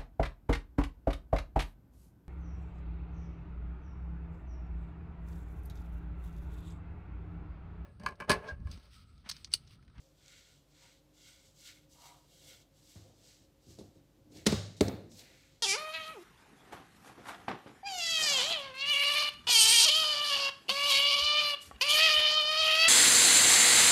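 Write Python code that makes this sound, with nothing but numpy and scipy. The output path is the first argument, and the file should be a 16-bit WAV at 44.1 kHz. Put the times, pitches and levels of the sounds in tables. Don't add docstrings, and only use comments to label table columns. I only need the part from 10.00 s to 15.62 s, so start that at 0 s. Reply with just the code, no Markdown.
import sys
import numpy as np
from scipy import signal
from scipy.fft import rfft, irfft, next_fast_len
from scipy.io import wavfile

SR = 44100
rng = np.random.default_rng(int(sys.argv[2]) if len(sys.argv) > 2 else 0)


def invert_db(x):
    u = np.asarray(x, float) / 20
    return 10 ** u


def dump_mix(stems):
    frames = np.atleast_2d(stems).T
    limited = np.clip(frames, -1, 1)
    pcm = np.round(limited * 32767).astype(np.int16)
    wavfile.write(sys.argv[1], SR, pcm)


N = 247907
TIME = np.arange(N) / SR

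# time in seconds, then levels in dB of the sharp crack,
# the cabinet boom, the counter panel and the plate rattling in its seat.
KNOCKS = [(2.956, -80, -36, -54, -60), (3.669, -85, -51, -64, -61), (3.704, -94, -46, -73, -67),
          (3.788, -60.5, -48, -44, -41), (3.812, -79, -69, -39.5, -65), (4.362, -70, -56, -53, -50),
          (4.458, -37.5, -38, -43, -45), (4.464, -21.5, -39.5, -29, -41),
          (4.4668, -18.5, -34.5, -17.5, -19.5), (4.4708, -21, -46, -14.5, -37),
          (4.5222, -29.5, -24, -26.5, -40), (4.5266, -47, -18.5, -18, -25), (4.808, -20, -17.5, -17.5, -34),
          (4.8116, -42, -24.5, -25.5, -9.5), (4.8818, -33.5, -30.5, -26, -31.5)]


def rubbing():
    # time of greatest speed in seconds, rise in seconds, fall in seconds,
    # crumb hiss in dB, weight on the plate in dB.
    strokes = [(0.0, .05, 0.12, -70.5, -16), (.32, 0.14, 0.26, -64, 3.5), (.49, 0.023, .08, -70, 0),
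               (0.839, 0.13, .14, -65.5, 3.5), (1.261, 0.11, 0.23, -62, 1.5), (1.46, .06, 0.1, -68.5, -26),
               (1.61, 0.059, 0.068, -61, -3.5), (1.673, 0.044, 0.05, -54, 2.5), (1.75, 0.15, 0.1, -68, 2),
               (1.93, 0.036, 0.048, -65, -11), (2.064, 0.11, .08, -60, -0.5), (2.17, .05, 0.18, -71.5, -7),
               (2.36, 0.088, 0.15, -66.5, -2.5), (2.499, .1, 0.12, -59, 1), (2.77, 0.04, .06, -72, -4),
               (2.91, .12, 0.21, -64, -7), (3.29, .12, 0.15, -63.5, -5.5),
               (3.711, 0.089, 0.17, -65.5, -9.5), (3.97, 0.072, 0.034, -77.5, -3),
               (4.365, 0.051, 0.1, -61.5, 1.5), (5.116, 0.019, 0.083, -61.5, -20),
               (5.195, 0.057, 0.058, -58, -1.5), (5.25, .08, 0.31, -70, 11), (5.42, 0.27, 0.37, -73.5, 0)]
    # time in seconds, rise in seconds, fall in seconds, level in dB.
    rim_drags = [
        (.86, 0.086, 0.056, -74),
        (2.05, 0.09, 0.14, -59.5),
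        (2.1, 0.059, 0.16, -64.5),
    ]
    # time in seconds, share of bare glaze (0-1), reach from centre to rim (0-1).
    places = [(.3, .6, 0), (.85, 0.43, 0), (1.15, 0.83, 0.5), (1.45, 0.8, 0.1), (1.67, 0.45, 0.46),
              (2.05, 0.8, 0.75), (2.5, 0.8, 0.67), (2.9, .43, .6), (3.3, 0.25, 0.17), (3.8, 0.2, 0.5),
              (4.4, 0.12, 0.54), (5.12, 0, .05), (5.2, 0, 1), (5.501, 0.3, 0.14)]
    # frequency in Hz, width in Hz, level in dB.
    low_modes = [(2020, 160, -7), (2210, 120, 0)]
    mid_modes = [(2767, 58, -5), (3240, 340, 1), (3485, 120, -0.5), (3870, 300, -1), (4380, 43, -13)]
    high_modes = [(4590, 300, 12.5), (5300, 220, -9), (5870, 75, 6), (7200, 1100, 10.5), (8120, 320, 10)]
    rim_modes = [(720, 96, -3.5), (955, 22, -0.5), (1190, 150, -6)]
    # frequency in Hz, level in dB per Hz.
    dust_spectrum = [(5060, -40), (8600, -11.5), (9840, -10.5), (13100, -10.5), (15800, -19)]

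    s, bare, reach = np.transpose(places)
    bare = np.clip(np.interp(TIME, s, bare), 0, 1)
    reach = np.interp(TIME, s, reach)
    weight_db = np.array(strokes)[:, 4]
    crumbs = grains(9000, spread_db=0.6)
    flicker = invert_db(0.6 * drift(15))

    lowest = plate(crumbs, bare, [(1450, 70, 0)], 954, 2310)
    ringing = plate(crumbs, bare, low_modes, 1480, 2970) + invert_db(-3.5 - 5.5 * reach) * lowest
    coarse = plate(crumbs, bare, mid_modes, 2660, 4510)
    hiss = plate(crumbs, bare / 2, high_modes, 4670, 9860)
    dust = invert_db(-11.5 + 7 * reach) * colour(crumbs, dust_spectrum)

    mix = swells(strokes) * (hiss + dust)
    mix += swells(strokes, -1.5 + 0.38 * weight_db, lag=0.0069) * coarse
    mix += swells(strokes, -7 + weight_db, lag=0.02, lingers=0.75, builds=0.93) * ringing
    drag = swells(rim_drags) * body(grains(4000, spread_db=-3.0), rim_modes)
    return flicker * mix + drag


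def plate(crumbs, bare, peaks, low_hz, high_hz):
    # frequency in Hz, level in dB per Hz.
    hiss_spectrum = [(700, -40), (1150, -10.5), (2200, -1.5), (3000, -6.5), (4300, 0), (8200, -5.5),
                     (9300, -27), (12000, -43)]
    heap, glaze = (np.roll(crumbs, shift) for shift in rng.integers(N, size=2))
    heap = band(colour(heap, hiss_spectrum), low_hz, high_hz)
    glaze = band(body(glaze, peaks, wander_db=1.6), low_hz, high_hz)
    return np.sqrt(1 - bare) * heap + np.sqrt(bare) * glaze


def cracks():
    # time in seconds, peak level in dB, length in seconds.
    crumb_snaps = [
        (0.261, -48, .001),
        (0.281, -39, 0.00084),
        (2.018, -52.5, .005),
        (3.786, -56, 0.031),
        (4.3231, -62, .006),
        (4.369, -55, 0.013),
        (4.766, -55.5, 0.046),
        (5.117, -55, 0.0093),
        (5.156, -57, 0.0025),
        (5.1922, -45, 0.0048),
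    ]
    # frequency in Hz, level in dB per Hz.
    crack_spectrum = [(410, -35.5), (700, -17.5), (1180, -16.5), (2080, -4.5), (2840, -10), (3940, -2),
                      (4860, -6), (5400, -4), (8310, -11), (16000, -31.5)]
    noise = colour(rng.standard_normal(N), crack_spectrum)
    hard = noise * sum(burst(s, db - 2.5, 0.0034) for s, db, *rest in KNOCKS)
    snaps = sum(burst(s, db - 3, length) for s, db, length in crumb_snaps)
    snaps = band(noise, 2600, 15000) * snaps
    return signal.sosfilt(signal.cheby2(10, 50, 16700, fs=SR, output="sos"), hard + snaps)


def burst(s, level_db, length):
    out, at = np.zeros(N), int(s * SR)
    age = TIME[:min(SR // 5, N - at)]
    out[at:at + len(age)] = invert_db(level_db) * (1 - np.exp(-age / 0.00027)) * np.exp(-age / length)
    return out


def knocks():
    # frequency in Hz, level in dB, time to fall by 60 dB in seconds.
    boom_modes = [(84, -5.5, 0.18), (100.8, -5, 0.61), (130, -11.5, 0.075)]
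    panel_modes = [(159, -37.5, 0.27), (212, -1, 0.087), (365, 3, 0.057), (545, -7.5, 0.069),
                   (854, -12.5, 0.05)]
    seat_modes = [(215, -11, .14), (292, -1, .065), (415, 3.5, .07), (600, -7, .05)]
    out, table = np.zeros(N), np.array(KNOCKS)
    for column, modes, delay in [(2, boom_modes, 0.003), (3, panel_modes, 0), (4, seat_modes, 0)]:
        at = ((table[:, 0] + delay) * SR).astype(int)
        for hz, db, t60 in modes:
            push = np.full(N, 1e-18)
            push[at] = invert_db(table[:, column] + db - 6.5 + rng.standard_normal(len(at)))
            r = invert_db(-60 / (t60 * SR))
            w = 2 * np.pi * hz / SR
            out += signal.lfilter([0, np.sin(w)], [1, -2 * r * np.cos(w), r * r], push)
    return signal.lfilter([0.1], [1, -0.9], out)


def shifting():
    # time in seconds, rise in seconds, fall in seconds,
    # rumble level in dB, creak in dB relative to the rumble.
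    shifts = [(2.32, 0.04, 0.1, -71, -7), (2.44, 0.015, 0.23, -68, 0.5), (3.0, 0.029, 0.019, -57, -32),
              (3.07, .05, 0.15, -65, -2), (3.26, 0.081, 0.075, -76, 2.5), (3.402, 0.013, 0.11, -69, -15),
              (3.682, 0.032, 0.082, -56, -35), (3.791, 0.013, 0.1, -51.5, -10),
              (3.97, 0.11, 0.079, -62, -10), (4.2, 0.26, .08, -68.5, -12), (4.375, 0.11, .12, -53.5, -11.5),
              (5.066, .08, 0.094, -61, -31), (5.23, 0.077, 0.096, -65, 0.5), (5.33, 0.053, 0.12, -65.5, -8)]
    # frequency in Hz, level in dB per Hz.
    load_spectrum = [(35, -44), (60, -2.5), (162, -8), (237, -10.5), (303, -3.5), (480, -18), (620, -58),
                     (1060, -120)]
    # frequency in Hz, width in Hz, level in dB.
    creak_modes = [(511, 28, 0), (688, 78, -1.5), (820, 280, -6.5)]
    noise = rng.standard_normal((2, N))
    creak_db = np.array(shifts)[:, 4]
    rumble = swells(shifts) * colour(noise[0], load_spectrum)
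    creak = swells(shifts, creak_db) * body(noise[1], creak_modes)
    lumps = invert_db(1.48 * drift(15.0))
    return lumps * (rumble + creak)


def kitchen(hits, spectrum):
    # frequency in Hz, time to fall by 60 dB in seconds.
    room_t60 = [(60, 0.71), (250, 0.65), (1000, 0.47), (4000, 0.56), (7000, 0.6), (10000, 0.36),
                (15000, 0.33)]
    age = TIME[:SR * 2 // 3]
    white = rng.standard_normal((2, SR))
    edges = 55 * 2 ** np.arange(0, 8.5, 1 / 3)
    noise = []
    for k, (low, high) in enumerate(zip(edges, edges[1:])):
        sos = signal.butter(2, [low, high], "band", fs=SR, output="sos")
        noise.append(signal.sosfilt(sos, white[k % 2]))
    noise = np.array(noise)
    hz = np.sqrt(edges[:-1] * edges[1:])[:, None]
    dying = invert_db(at_hz(spectrum, hz) - 60 * age / at_hz(room_t60, hz))
    power = np.sum(noise.var(axis=1) * np.mean(dying ** 2, axis=1))
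    scale = (1 - np.exp(-age / 0.0021)) / 6 / np.sqrt(power)
    out = np.zeros(N + SR)
    for (s, gain), skip in zip(hits, rng.integers(500, SR // 3, len(hits))):
        tail = np.sum(noise[:, skip:skip + len(age)] * dying, axis=0)
        at = int(s * SR)
        out[at:at + len(age)] += gain * scale * tail
    return out[:N]


def tail_gain(knock):
    return invert_db(knock[1] - 12) + invert_db(knock[2] - 20)


def background():
    # frequency in Hz, level in dB.
    hum_lines = [(48.4, -75), (96.9, -79.5), (145.3, -75), (269.2, -83.5), (301.5, -78), (538.3, -79)]
    # phase wander in radians for the first, width in Hz for the others.
    hum_widths = [0.33, 7.4, 7.1, 9.2, 3, 6.7]
    # frequency in Hz, level in dB per Hz.
    air_spectrum = [(36, -39.5), (62, 0.5), (150, -2), (223, -9), (294, -6), (417, -10.5), (538, -10),
                    (604, -12.5), (962, -18), (1680, -23), (3700, -22.5), (7610, -26.5), (9160, -31),
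                    (14900, -28), (16000, -48)]
    hum = np.zeros(N)
    for (hz, db), width in zip(hum_lines[1:], hum_widths[1:]):
        hum += invert_db(db) * resonate(rng.standard_normal(N), hz, width)
    hz, db = hum_lines[0]
    phase = 2 * np.pi * hz * TIME + hum_widths[0] * drift(3.3)
    hum += invert_db(db) * np.sqrt(2) * np.sin(phase)
    return hum + invert_db(-70.5) * colour(rng.standard_normal(N), air_spectrum)


def swells(rows, gain_db=0, lag=0, lingers=1, builds=1):
    s, rise, fall, db = np.transpose(rows)[:4, :, None]
    coarse_time = TIME[::128]
    age = coarse_time - s - lag
    part = np.maximum(-age / (rise * builds), age / (fall * lingers))
    loss_db = 11.5 * part + 34 * np.maximum(part - 1, 0)
    level = invert_db(db + np.reshape(gain_db, (-1, 1)) - loss_db)
    return np.interp(TIME, coarse_time, np.sqrt(np.sum(level ** 2, axis=0)))


def grains(per_s, spread_db):
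    sizes = invert_db(spread_db * np.minimum(rng.exponential(1, N), 4)) * rng.standard_normal(N)
    return rms_one(sizes * (rng.random(N) < per_s / SR))


def body(x, peaks, wander_db=0):
    out = np.zeros(N)
    for k, (hz, width_hz, db) in enumerate(peaks):
        sign = (-1) ** k
        out += sign * invert_db(db + wander_db * drift(8.2)) * resonate(x, hz, width_hz)
    return rms_one(out)


def resonate(x, hz, width_hz):
    r = np.exp(-np.pi * width_hz / SR)
    return rms_one(signal.lfilter([1, 0, -1], [1, -2 * r * np.cos(2 * np.pi * hz / SR), r * r], x))


def drift(rate):
    r = np.exp(-2 * np.pi * rate / SR)
    return rms_one(signal.lfilter([1], [1, -2 * r, r * r], rng.standard_normal(N + SR))[SR:])


def colour(x, spectrum):
    size = next_fast_len(len(x))
    gain = invert_db(at_hz(spectrum, np.fft.rfftfreq(size, 1 / SR)))
    return rms_one(irfft(rfft(x, size) * gain, size)[:len(x)])


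def at_hz(points, hz):
    table = np.array(points)
    return np.interp(np.log(hz + 1), np.log(table[:, 0]), table[:, 1])


def band(x, low_hz, high_hz):
    return rms_one(signal.sosfilt(signal.butter(3, [low_hz, high_hz], "band", fs=SR, output="sos"), x))


def rms_one(x):
    return x / np.sqrt(np.mean(x ** 2) + 1e-30)


def scene():
    # frequency in Hz, level in dB per Hz.
    tails = [
        [(32, -32), (55, -13), (164, -5), (311, -19), (591, -11.5), (749, -22), (1460, -23), (1800, -26.5),
         (2030, -23), (2450, -28), (4040, -21), (6490, -28), (16000, -46)],
        [(32, -31), (55, 1.5), (270, 2), (649, -4.5), (995, -16), (2510, -20.5), (3190, -36), (4040, -16),
         (4880, -27.5), (8040, -26.5), (9050, -34.5), (14900, -26.5), (16000, -35)],
    ]
    last_thump_s = 4.7
    early = [(k[0], tail_gain(k)) for k in KNOCKS if k[0] < last_thump_s]
    late = [(k[0], tail_gain(k)) for k in KNOCKS if k[0] > last_thump_s]
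    echo = kitchen(early, tails[0]) + kitchen(late, tails[1])
    high_pass = signal.butter(6, 74, "high", fs=SR, output="sos")
    counter = signal.sosfilt(high_pass, knocks() + echo + shifting())
    size = next_fast_len(N)
    steady = rfft(rubbing() + counter + background(), size)
    below_top = np.fft.rfftfreq(size, 1 / SR) < 15800
    steady = irfft(steady * below_top, size)[:N]
    return (steady + cracks())[None]


def band_limit(x):
    return signal.sosfilt(signal.butter(12, 16500, fs=SR, output="sos"), x)


def record(dry):
    return band_limit(dry)


dry = scene()
out = record(dry)
dump_mix(out)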